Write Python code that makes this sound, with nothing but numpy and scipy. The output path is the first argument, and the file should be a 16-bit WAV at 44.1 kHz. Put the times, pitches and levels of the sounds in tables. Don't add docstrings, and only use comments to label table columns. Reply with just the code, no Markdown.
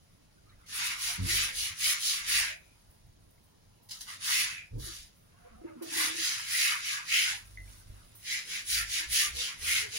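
import sys
import numpy as np
from scipy import signal
from scipy.fft import rfft, irfft, next_fast_len
from scipy.io import wavfile
from scipy.ndimage import uniform_filter1d, map_coordinates

SR = 44100
rng = np.random.default_rng(int(sys.argv[2]) if len(sys.argv) > 2 else 0)


def rack_gain(trim_db):
    fader = np.asarray(trim_db, float)
    return 10 ** (fader / 20)


def wav_record(signal):
    frames = np.transpose(np.atleast_2d(signal))
    bounded = np.clip(frames, -1, 1)
    quanta = np.round(bounded * 32767).astype(np.int16)
    wavfile.write(sys.argv[1], SR, quanta)


N = 440118
T_S = np.arange(N) / SR


def unit(x):
    return x / np.sqrt(np.mean(x ** 2) + 1e-20)


def along(points, hz):
    f, v = np.transpose(points)
    return np.interp(np.log(hz + 1), np.log(f + 1), v)


def curves(rows):
    s, *cols = np.transpose(rows)
    return [np.interp(T_S, s, c) for c in cols]


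def wobble(rate_hz):
    knots = rng.standard_normal(int(N * rate_hz / SR) + 4)
    return map_coordinates(knots, [np.arange(N) * rate_hz / SR])


def filtered(x, response):
    m = next_fast_len(N + 8192)
    return irfft(rfft(x, m) * response(np.fft.rfftfreq(m, 1 / SR)), m)[..., :N]


# f/Hz, likeness/0-1
PORT_LIKENESS = [(60, 0.96), (300, 1), (700, 0.18), (1300, 0.4), (2000, 0.35), (5000, 0.46), (9000, 0.48),
                 (15000, 0)]


def ports(pair, spectrum, alike=1):
    def share(hz):
        turn = np.arccos(np.clip(alike * along(PORT_LIKENESS, hz), 0, 1)) / 2
        return rack_gain(along(spectrum, hz)) * [np.cos(turn), np.sin(turn)]
    mid, side = filtered(pair, share)
    return unit(np.array([mid + side, mid - side]))


def slips(density, spread_db, patchy_db, size_bins, centre_hz=None, lift_db=0):
    clicks = rng.standard_normal((2, N)) * (rng.random(N) < density)
    clicks = clicks * rack_gain(spread_db * rng.standard_normal(N))
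    hz, t, z = signal.stft(clicks, SR, nperseg=1024)
    field = uniform_filter1d(rng.standard_normal(z.shape[1:]), size=size_bins, axis=0)
    gain_db = patchy_db * unit(uniform_filter1d(field, size=4, axis=1))
    if centre_hz is not None:
        centre = centre_hz[np.minimum((t * SR).astype(int), N - 1)]
        gain_db = gain_db + lift_db * np.exp(-(np.log((hz[:, None] + 1) / centre) / 0.49) ** 2)
    return signal.istft(z * rack_gain(gain_db), SR, nperseg=1024)[1][:, :N]


def swells(rows, rise_power, fall_power):
    s, rise_s, fall_s = np.transpose(rows)[:3, :, None]
    late_s = np.arange(0, N / SR + .002, .001) - s
    u = late_s / np.where(late_s < 0, np.abs(rise_s), np.abs(fall_s))
    gain_db = -20 * np.abs(u) ** np.where(u < 0, rise_power, fall_power)
    return rack_gain(np.maximum(gain_db, -200)), np.clip(u, -1, 1)


def per_sample(x):
    return np.interp(T_S, np.arange(len(x)) / 1000, x)


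def swelling(rows, rise_power, fall_power, column=3):
    return per_sample(rack_gain(np.transpose(rows)[column]) @ swells(rows, rise_power, fall_power)[0])


def decays(rows, rise_s):
    return sum(rack_gain(db - 60 * np.abs(T_S - s) / t60) * np.clip((T_S - s) / rise_s, 0, 1)
               for s, db, t60 in rows)


# t fastest/s, rise to -20 dB/s, fall to -20 dB/s, scrub/dB, swish re pile/dB
EVEN_STROKES = [(0.859, 0.17, 0.13, -35, -2), (1.062, 0.09, 0.15, -34.5, -7),
                (1.373, 0.14, 0.15, -29.5, -4), (1.623, 0.1, 0.13, -34.5, -8.5),
                (1.879, 0.099, 0.11, -28, -7), (2.089, 0.099, 0.15, -30, -10.5),
                (2.361, 0.12, 0.14, -30, -0.5), (2.5, 0.07, 0.066, -50, 5), (4.104, 0.05, 0.09, -47.5, -2),
                (4.352, 0.15, 0.18, -29.5, -6.5), (4.915, 0.18, 0.17, -46, -11)]
FIRM_STROKES = [
    (6.029, 0.14, 0.095, -32, -1.5),
    (6.639, 0.19, 0.16, -30.5, -1),
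    (8.745, 0.084, 0.12, -31, -6),
    (9.187, 0.093, 0.12, -27.5, -6),
    (9.74, 0.14, 0.13, -31, -1),
]
FLAT_STROKES = [(4.54, .08, 0.13, -58, 12), (6.225, 0.085, .12, -34.5, -5.5), (6.3, 0.094, 0.18, -35.5, -9),
                (6.13, .08, 0.077, -45.5, -3), (6.904, 0.11, .13, -36, -1.5), (7.175, 0.11, 0.16, -30.5, 1),
                (7.309, 0.12, 0.096, -41, -2.5), (8.344, .11, 0.099, -36.5, -2),
                (8.559, .11, 0.09, -39, -1), (8.963, 0.092, .11, -32.5, -6),
                (9.421, 0.092, .14, -35.5, -4.5), (9.984, 0.09, .15, -37.5, -5)]
GRIP_TIPS_DB = [-2.5, -0.5, -5.5]
# t/s, rise/log ratio
REACH_CLIMB = [(.86, 0.16), (1.4, 0.27), (2.1, 0.32), (2.4, 0.072), (4.35, 0.15), (4.9, -0.015), (6, -0.18),
               (6.65, 0.086), (7.18, 0.2), (8.34, 0.14), (8.75, 0.12), (9.2, 0.17), (9.42, 0.38),
               (9.74, 0.2)]


def strokes():
    grips = EVEN_STROKES, FIRM_STROKES, FLAT_STROKES
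    rows = np.vstack(grips)
    scrub_db, own_swish_db = rows[:, 3:4], rows[:, 4:]
    shape, u = swells(rows, rise_power=2.5, fall_power=2.02)
    gain = shape * rack_gain(scrub_db)
    early, falling = np.maximum(-u, 0), np.maximum(u, 0)
    late = falling * np.clip((scrub_db + 44) / 9, 0, 1)
    tips_db = np.repeat(GRIP_TIPS_DB, [len(g) for g in grips])[:, None]
    tips_db = tips_db + 2 * early - 0.41 * late - 3 * falling ** 4
    swish_db = 0.5 + own_swish_db * (1 - 0.85 * late - 0.41 * early) - 4.5 * early + 2.5 * late ** 1.15
    foam_db = -21 + 0.44 * own_swish_db + early + 16.5 * late ** 0.89
    climb = np.interp(rows[:, :1], *np.transpose(REACH_CLIMB)) * (1 - u ** 2)
    centre_hz = 2150 * np.exp(climb - 0.0033 * swish_db)
    total = gain.sum(axis=0)
    share = gain / total
    blended = [per_sample((share * x).sum(axis=0)) for x in (tips_db, swish_db, foam_db, centre_hz)]
    return [per_sample(total)] + blended


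# t/s, half length/s, f/Hz, level/dB
HOLLOWS = [(0.835, 0.057, 2100, 4.5), (1.313, 0.034, 1930, 9.5), (1.835, 0.055, 2020, 4),
           (2.41, 0.1, 1900, -2), (3.92, 0.018, 2840, 6.5), (3.914, 0.027, 4900, 5),
           (3.98, 0.13, 2450, -12), (4.004, 0.022, 4800, 4), (4.12, 0.046, 1970, 5), (4.12, .04, 1150, 12),
           (4.35, 0.073, 2020, 8), (4.376, 0.05, 2650, 6), (4.62, 0.064, 2470, 10.5),
           (4.822, 0.068, 2620, -13), (4.863, 0.043, 1790, 7.5), (6.02, 0.045, 2000, 1.5),
           (6.014, 0.031, 1140, 14.5), (6.27, 0.036, 2000, -3.5), (4.8, .025, 1400, -10),
           (4.8, .02, 1900, -8), (4.58, 0.054, 1750, -7), (6.05, .04, 1250, -5), (6.575, 0.045, 2000, 3.5),
           (6.66, .04, 2600, 5), (6.59, .05, 1150, -9), (9.39, .035, 3650, 8.5), (9.215, .03, 2800, 4),
           (9.46, .03, 1250, -9), (9.37, .03, 1550, -6), (4.09, .015, 3000, 4), (4, .03, 1250, 14),
           (3.96, 0.033, 1300, 12), (3.89, .02, 1300, -8), (6.98, .04, 1600, 8.5), (6.737, 0.028, 950, 15),
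           (7.33, .03, 780, 14), (4.48, .03, 960, 15), (9.02, 0.046, 1540, 8), (2.66, 0.12, 2450, 16),
           (6.34, .07, 2150, 0.5), (2.475, 0.073, 1600, 8), (9.46, 0.05, 3000, 5), (9.458, .06, 3900, 1),
           (7.137, 0.035, 2610, 8.5), (7.193, 0.047, 3000, 6.5), (7.2, 0.13, 2170, 3.5),
           (7.288, .04, 1490, 11), (8.335, 0.04, 2080, 11.5), (8.801, .04, 1360, 13.5),
           (8.813, 0.044, 1750, 8.5), (9.13, 0.028, 2100, 4), (9.727, 0.075, 2210, 7)]


def hollows(x):
    hz, t, z = signal.stft(x, SR, nperseg=512)
    gain_db = 0
    for s, half_s, centre_hz, db in HOLLOWS:
        off_pitch = np.log((hz[:, None] + 1) / centre_hz) / 0.081
        gain_db = gain_db + db * np.exp(-off_pitch ** 2 - ((t - s) / half_s) ** 4)
    return signal.istft(z * rack_gain(gain_db), SR, nperseg=512)[1][:, :N]


# f/Hz, level/dB
PILE_COLOUR = [(1800, -120), (2500, -10), (3000, -2.5), (4000, -0.5), (5000, -0.5), (6300, -1.5),
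               (7200, -4.5), (8000, -13.5), (9000, -46), (11000, -120)]
TIPS_COLOUR = [(6000, -120), (7800, -13), (8500, -7), (9500, -3), (10200, 0), (11000, -2), (12000, -11.5),
               (13800, -19), (14300, -10.5), (15000, -8.5), (15800, -9.5)]
SWISH_COLOUR = [(900, -120), (1300, -13.5), (1700, -5.5), (2400, -5.5), (3000, -10), (3700, -13.5),
                (5000, -120)]
FOAM_COLOUR = [(700, -120), (950, -19.5), (1150, -3.5), (1400, -0.5), (1700, -5.5), (2500, -120)]
BIG_BUBBLE_COLOUR = [(480, -120), (700, -24), (810, -6), (950, 0), (1100, -7), (1500, -120)]
# t/s, peak/dB, t60/s
PATS = [
    (0.66, -48, 0.6),
    (3.887, -38.5, 0.18),
    (3.906, -32.5, 0.36),
    (4.004, -33.5, 0.18),
    (4.075, -55, 0.16),
    (4.209, -57, 0.088),
    (5.82, -43.5, 1),
]
# t/s, level/dB
SEEP = [(0, -76), (.6, -77), (2.5, -69), (3.2, -78), (5.7, -76.5), (7.4, -62), (7.62, -67), (7.72, -60),
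        (7.9, -67.5), (8.03, -65.5), (8.1, -68), (8.16, -65.5), (8.3, -67), (9.98, -73)]
# t/s, foam/dB, big bubbles re foam/dB
WETNESS = [
    [(.75, 12.5, -13), (.95, 7.5, -10), (1.25, 7, -11.5), (1.4, 1.5, -12), (1.65, -0.5, -12),
     (1.85, 2.5, -17), (2.1, 0.5, -20), (2.3, 3.5, -11), (2.5, -4.5, -4.5)],
    [(4.0, 15, 7), (4.15, 15, -15), (4.3, 12, -13.5), (4.42, 2, -17), (4.55, -3, -20), (4.8, 13, -16),
     (4.9, 15.5, -18), (5.05, -3, -18)],
    [(5.9, 2.5, -2), (6.05, 8, -5.5), (6.24, -1, -20), (6.33, 5, -9), (6.45, 1, -9), (6.7, 3, -20),
     (6.9, 4.5, -22), (7.05, 9, -11), (7.17, -11, -16), (7.33, 2, -6)],
    [(8.35, -12, -9), (8.55, 0, -9), (8.75, -8, -13), (8.97, -5.5, -6), (9.2, -6, -12.5), (9.35, -1, -13),
     (9.52, 2, -10), (9.72, 2.5, -17.5), (9.9, -4, -5)],
]
# t/s, peak/dB, t60/s
POPS = [
    (2.9, -73, .3),
    (3.06, -74, .08),
    (3.3, -73, .35),
    (3.43, -75, 0.37),
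    (5.16, -75, 0.4),
    (3.82, -69.5, 0.36),
    (5.819, -53, 0.17),
    (4.78, -66, 0.82),
    (8.148, -54, 0.2),
]
# t loudest/s, rise/s, fall/s, level/dB
SLOSH = [
    (.52, .1, 0.092, -71),
    (.62, 0.043, 0.045, -71),
    (5.33, 0.046, .06, -77),
    (5.5, 0.23, 0.14, -65.5),
    (5.69, 0.083, 0.12, -60),
    (5.83, 0.047, 0.084, -57),
    (7.97, 0.086, .1, -71),
]
RUN_STARTS_S, AIRBORNE_DB = [.69, 4.8, 5.822, 8.2], -15


def brush():
    scrub, tips_db, swish_db, foam_db, centre_hz = strokes()
    pats = rack_gain(-8.5) * decays(PATS, rise_s=0.0078)
    lifted = sum((T_S > s - .035) & (T_S < s) for s, _, _ in PATS) > 0
    airborne = sum(np.clip((s - T_S) / .02, 0, 1) * (T_S > s - .11) for s in RUN_STARTS_S)
    scrub = scrub * rack_gain(-5 * lifted + AIRBORNE_DB * airborne)
    seep = rack_gain(curves(SEEP)[0])

    pile = ports(slips(.4, spread_db=1.5, patchy_db=2, size_bins=6), PILE_COLOUR)
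    clumps = rack_gain(1.37 * wobble(30))
    tips = clumps * ports(slips(.4, spread_db=-0.5, patchy_db=2, size_bins=8), TIPS_COLOUR)
    swish = ports(slips(.2, 0, patchy_db=2.5, size_bins=3, centre_hz=centre_hz, lift_db=9.5), SWISH_COLOUR)
    foam = ports(slips(.1, spread_db=3, patchy_db=3, size_bins=3), FOAM_COLOUR)
    bubbles = ports(slips(.1, spread_db=2.5, patchy_db=5, size_bins=3), BIG_BUBBLE_COLOUR)
    wet_db, big_db = curves(np.vstack(WETNESS))
    foam = foam + rack_gain(big_db) * bubbles

    air = filtered(tips, lambda hz: np.clip((hz - 11200) / 600, 0, 1))
    speed_db = np.clip(20 * np.log10(scrub + 1e-9) + 32, -12, 6)
    finest = air * scrub * rack_gain(tips_db) * (rack_gain(-0.5 + 0.26 * speed_db) - 1)
    mix = (scrub + pats + seep) * pile + finest + decays(POPS, rise_s=0.011) * (tips + 3 * air)
    # layer, stroke/dB, pat/dB, seep/dB re pile
    for layer, db, pat_db, seep_db in ((tips, tips_db, -2.5, 2),
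                                       (swish, swish_db, -12, -6.5),
                                       (foam, foam_db + wet_db, -32.5, -8)):
        mix = mix + layer * (scrub * rack_gain(db) + pats * rack_gain(pat_db) + seep * rack_gain(seep_db))
    mix = mix + (foam + rack_gain(-6.5) * swish) * swelling(SLOSH, 1.35, 0.77)

    left, right = hollows(mix) * rack_gain(.3 * wobble(40) + .6 * wobble(400))
    sweep_samples = .5 + 1.5 * wobble(3)
    return np.array([map_coordinates(left, [np.arange(N) - sweep_samples]), right])


def cavities(rows):
    out, waver, flutter, jitter = np.zeros(N + SR), wobble(45), wobble(110), wobble(250)
    for s, hz, db, length_s in rows:
        start, stop = round(s * SR), round((s + length_s) * SR)
        u = np.linspace(0, 1, stop - start)
        rough = np.clip((-33 - db) / 13, .25, 1.1)
        swell = np.abs(np.sin(np.pi * u)) ** (.4 if hz < 250 else 1.2)
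        own = (np.arange(start, stop) + int(97 * hz)) % N
        phase = 2 * np.pi * hz * np.cumsum(1 + .02 * waver[own] + .05 * rough * jitter[own]) / SR
        size = rack_gain(db - 2 + 2.5 * rough * flutter[own]) * swell
        out[start:stop] += size * (np.sin(phase) + 0.12 * np.sin(2 * phase))
    return out[:N]


# t/s, f/Hz, peak/dB, length/s
GURGLES = [(.365, 1520, -60, 0.036), (.48, 3950, -62, 0.05), (.487, 2230, -67, .03), (.5, 1950, -66, .06),
           (.445, 1273, -65.5, 0.1), (.585, 1340, -65, 0.091), (.625, 2060, -62.5, .06),
           (1.2, 520, -57.5, 0.54), (1.84, 618, -43.5, 0.099), (2.28, 343, -54.5, 0.049),
           (2.45, 611, -50, 0.14), (5.33, 1080, -68, .06), (5.385, 714, -57, 0.13), (5.44, 494, -48, 0.053),
           (5.46, 1150, -64, 0.15), (5.49, 690, -57, 0.17), (5.51, 216, -55.5, 0.1), (5.57, 500, -60, 0.06),
           (5.65, 595, -49, 0.12), (5.655, 1240, -59, 0.096), (5.65, 1670, -60, 0.06),
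           (5.66, 2030, -64, .06), (5.755, 251.5, -44.5, 0.054), (5.795, 1127, -57, 0.049),
           (5.815, 618.3, -52, 0.1), (6.06, 492, -47, 0.048), (5.93, 600, -56, .2),
           (1.08, 709, -47.5, 0.052), (8.985, 345.4, -54, 0.087), (9.21, 1190, -40.5, 0.09),
           (9.048, 620, -59, 0.22), (9.3, 650, -59, 0.18), (2.3, 560, -58, .16), (1.45, 520, -58, .2),
           (5.8, 680, -55, .1), (7.15, 620, -58.5, 0.19), (9.26, 449, -53, 0.034), (9.335, 488, -45, 0.12),
           (9.6, 438, -56, 0.052), (9.8, 423, -44.5, 0.096), (9.93, 442, -47, .05), (9.94, 608, -47, 0.04)]


def gurgles():
    return cavities(GURGLES)


# t/s, f/Hz, peak/dB, t60/s
DRIPS = [
    (3.38, 2150, -65, 0.043),
    (7.5735, 2040, -40, 0.17),
    (7.678, 2340, -55, 0.045),
]


def drips():
    out = np.zeros(N + SR)
    t = np.arange(SR // 4) / SR
    modes = (1, .8), (.955, .5), (1.035, .3), (.985, .4), (.9, .2)
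    for s, hz, db, t60 in DRIPS:
        ring = sum(share * np.sin(2 * np.pi * ratio * hz * t) for ratio, share in modes)
        out[round(s * SR):][:len(t)] += rack_gain(db - 60 * t / t60) * ring * (1 - np.exp(-t / .0007))
    return out[:N]


# t/s, peak/dB, t60/s
GULPS = [(5.612, -43, .2), (5.637, -34, 0.12), (5.69, -47, 0.25), (5.75, -46, .2), (5.81, -33, 0.21),
         (5.875, -48, 0.18), (5.915, -46, 0.2), (5.958, -37, .25), (5.998, -50, 0.1), (6.04, -45, 0.43),
         (6.09, -49, .2), (6.14, -47, 0.3), (6.18, -48, .25)]
# t/s, f/Hz
POCKET_PITCH = [(5.62, 337.4), (5.674, 345.5), (5.704, 308.5), (5.89, 346.6), (5.938, 300), (5.954, 331.6),
                (6.12, 317.5), (6.184, 349.4), (6.24, 307)]
# f/Hz, level/dB
FROTH_COLOUR = [(170, -120), (250, -8), (330, 0), (430, -9), (620, -17), (900, -120)]


def pocket():
    phase = 2 * np.pi * np.cumsum(curves(POCKET_PITCH)[0] * (1 + 0.033 * wobble(60))) / SR
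    tone = rack_gain(2 * wobble(90)) * (np.sin(phase) + .06 * np.sin(2 * phase))
    froth = rack_gain(-8) * ports(rng.standard_normal((2, N)), FROTH_COLOUR)
    return decays(GULPS, rise_s=0.008) * (tone + froth)


# t/s, f/Hz, peak/dB, length/s
THUMPS = [(1.7, 90, -48, .04), (1.19, 97, -26.5, 0.081), (1.2, 53, -37, 0.088), (1.18, 182, -36, 0.088),
          (1.19, 260, -40, 0.088), (1.257, 333, -42, 0.075), (1.327, 382, -46, 0.041),
          (1.2, 460, -51, 0.0804), (1.265, 200, -54, 0.12), (4.71, 87, -42, .03), (4.73, 112.5, -34, 0.072),
          (4.73, 38.5, -37.5, 0.088), (4.8, 133, -44, 0.037), (4.74, 129, -43, 0.067),
          (4.73, 307, -46.5, 0.096), (4.74, 450, -49, 0.082), (4.84, 337, -48, 0.088),
          (4.4, 320, -67, 0.054)]


def knee_thumps():
    return cavities(THUMPS)


# t loudest/s, rise/s, fall/s, level/dB
SQUASH = [
    (1.2, .04, .22, -52.5),
    (1.45, .1, 0.16, -64),
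    (2.35, .08, .2, -64),
    (4.75, .04, 0.19, -49.5),
    (8.5, 0.24, 0.35, -64.5),
    (9.4, 0.49, 0.59, -66.5),
]
# f/Hz, level/dB
CLOTH_COLOUR = [(100, -120), (170, -2), (260, -3), (380, -0.5), (550, -7), (900, -120)]


def knee_cloth():
    cloth = ports(slips(.3, spread_db=2.5, patchy_db=4, size_bins=2), CLOTH_COLOUR)
    return swelling(SQUASH, 1.6, 1.3) * cloth


# f/Hz, t60/s
YARD_T60 = [(200, 0.29), (2000, 0.26), (2400, 0.3), (2900, .22), (10000, 0.05)]


def yard(x):
    hz, t, z = signal.stft(rng.standard_normal((2, SR // 2)), SR, nperseg=256)
    tail = signal.istft(z * rack_gain(-60 * t / along(YARD_T60, hz)[:, None]), SR, nperseg=256)[1]
    late = np.pad(x, ((0, 0), (500, 0)))
    return signal.fftconvolve(late, tail / np.linalg.norm(tail[0]), axes=1)[:, :N]


# t loudest/s, rise/s, fall/s, thud/dB, second order/dB
ENGINE_BURSTS = [(.53, 0.12, 0.16, -65, -71), (.83, 0.032, 0.16, -74, -67), (1.4, 0.27, 0.069, -44, -52),
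                 (1.6, 0.1, 0.1, -53, -70), (1.84, 0.041, 0.11, -63, -66), (2.36, 0.19, 0.18, -56, -68),
                 (2.87, 0.032, 0.067, -58, -77), (3.07, 0.1, 0.21, -62.5, -75),
                 (4.45, 0.071, 0.15, -70, -76), (4.85, 0.14, 0.11, -51, -61), (5.03, 0.15, 0.1, -58.5, -80),
                 (5.55, 0.093, 0.12, -62, -77), (6.02, 0.098, 0.063, -76, -90.5),
                 (6.13, 0.065, 0.11, -93, -80), (7.64, 0.28, 0.2, -49.5, -63),
                 (7.92, 0.1, 0.18, -55.5, -62.5), (8.8, 0.15, 0.2, -47, -62),
                 (9.1, 0.072, 0.12, -50.5, -67), (9.35, 0.098, 0.095, -49.5, -67),
                 (9.67, 0.091, 0.052, -48.5, -61), (9.85, 0.33, 0.22, -79, -62)]
# t/s, f/Hz
FIRING_RATE = [(0, 47.25), (1.2, 49.03), (1.6, 53.3), (3, 45.33), (4.7, 56.06), (5.1, 49.64), (7.5, 49.76),
               (8.85, 51.7), (9.1, 57.1), (9.35, 65.3), (9.68, 76.3), (9.98, 78)]
# f/Hz, level/dB
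THUD_COLOUR = [(6, -120), (14, -7), (25, 5.5), (50, 2), (70, 1.5), (95, -9), (150, -120)]
SECOND_COLOUR = [(40, -120), (62, -37), (80, -11), (100, -0.5), (130, -5.5), (170, -36), (260, -120)]
RASP_COLOUR = [(80, -120), (115, -42), (150, -2), (220, -9), (320, -4), (450, -11.5), (700, -11),
               (1200, -120)]


def engine():
    def level_db(column, idle_db):
        idle = rack_gain(idle_db + 2 * wobble(7))
        return 20 * np.log10(swelling(ENGINE_BURSTS, 1.5, 1.65, column) + idle)
    thud_db, second_db = level_db(3, idle_db=-72), level_db(4, idle_db=-71)
    turns = np.cumsum(curves(FIRING_RATE)[0] * (1 + 0.0399 * wobble(30))) / SR
    firings = unit(np.diff(np.floor(turns), prepend=0) * rack_gain(2.2 * wobble(60)))
    clear = np.clip((np.maximum(thud_db, second_db) + 65) / 12, .05, .95)
    rumble = rng.standard_normal((2, N))
    drive = np.array([np.sqrt(clear) * firings + np.sqrt(1 - clear) * rumble[0], rumble[1]])
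    thud = rack_gain(thud_db + 1) * ports(drive, THUD_COLOUR)
    second = rack_gain(second_db + 2) * ports(drive, SECOND_COLOUR)
    rasp = rack_gain(second_db - 5.5) * ports(drive + 1.36 * rng.standard_normal((2, N)), RASP_COLOUR)
    return thud + second + rasp


# f/Hz, level/dB
HUSH_COLOUR = [(90, -120), (150, 3.5), (200, -1.5), (300, -7.5), (500, -9.5), (1000, -15.5), (2000, -19.5),
               (5000, -19.5), (7000, -22.5), (8000, -37), (10000, -23), (12000, -33), (13500, -36),
               (15000, -27)]


def hush(scrub):
    power = np.abs(uniform_filter1d(scrub[0] ** 2, size=4000))
    loud = np.clip(np.sqrt(power) / rack_gain(-40), 0, 1)
    noise = slips(0.83, spread_db=-0.5, patchy_db=2.1, size_bins=4)
    return rack_gain(-66.5 + .4 * wobble(3) + 0.5 * loud) * ports(noise, HUSH_COLOUR, alike=0.57)


def scene():
    scrub = brush()
    left, right = gurgles() + drips() + knee_thumps() + np.zeros((2, 1)) + pocket()
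    wet = np.array([np.roll(left, -5), right])
    echo = yard(rack_gain(-14) * scrub + rack_gain(-17) * wet)
    return scrub + wet + knee_cloth() + echo + engine() + hush(scrub)


def roll_off(x):
    return signal.sosfilt(signal.butter(12, 17050, fs=SR, output="sos"), x)


# f/Hz, level/dB
LEFT_COLOUR = [(40, -1), (150, -1), (600, -1.5), (1200, -.4), (3000, -0.5), (9500, 1.5), (12000, -4),
               (15000, -3)]
LAG_SAMPLES, TOP_HZ = 45, 15800


def record(dry):
    def response(hz):
        half = rack_gain(along(LEFT_COLOUR, hz) / 2) * np.exp(-1j * np.pi * hz * LAG_SAMPLES / SR)
        return (hz < TOP_HZ) * np.array([half, 1 / half])
    return roll_off(filtered(dry, response))


dry = scene()
out = record(dry)
wav_record(out)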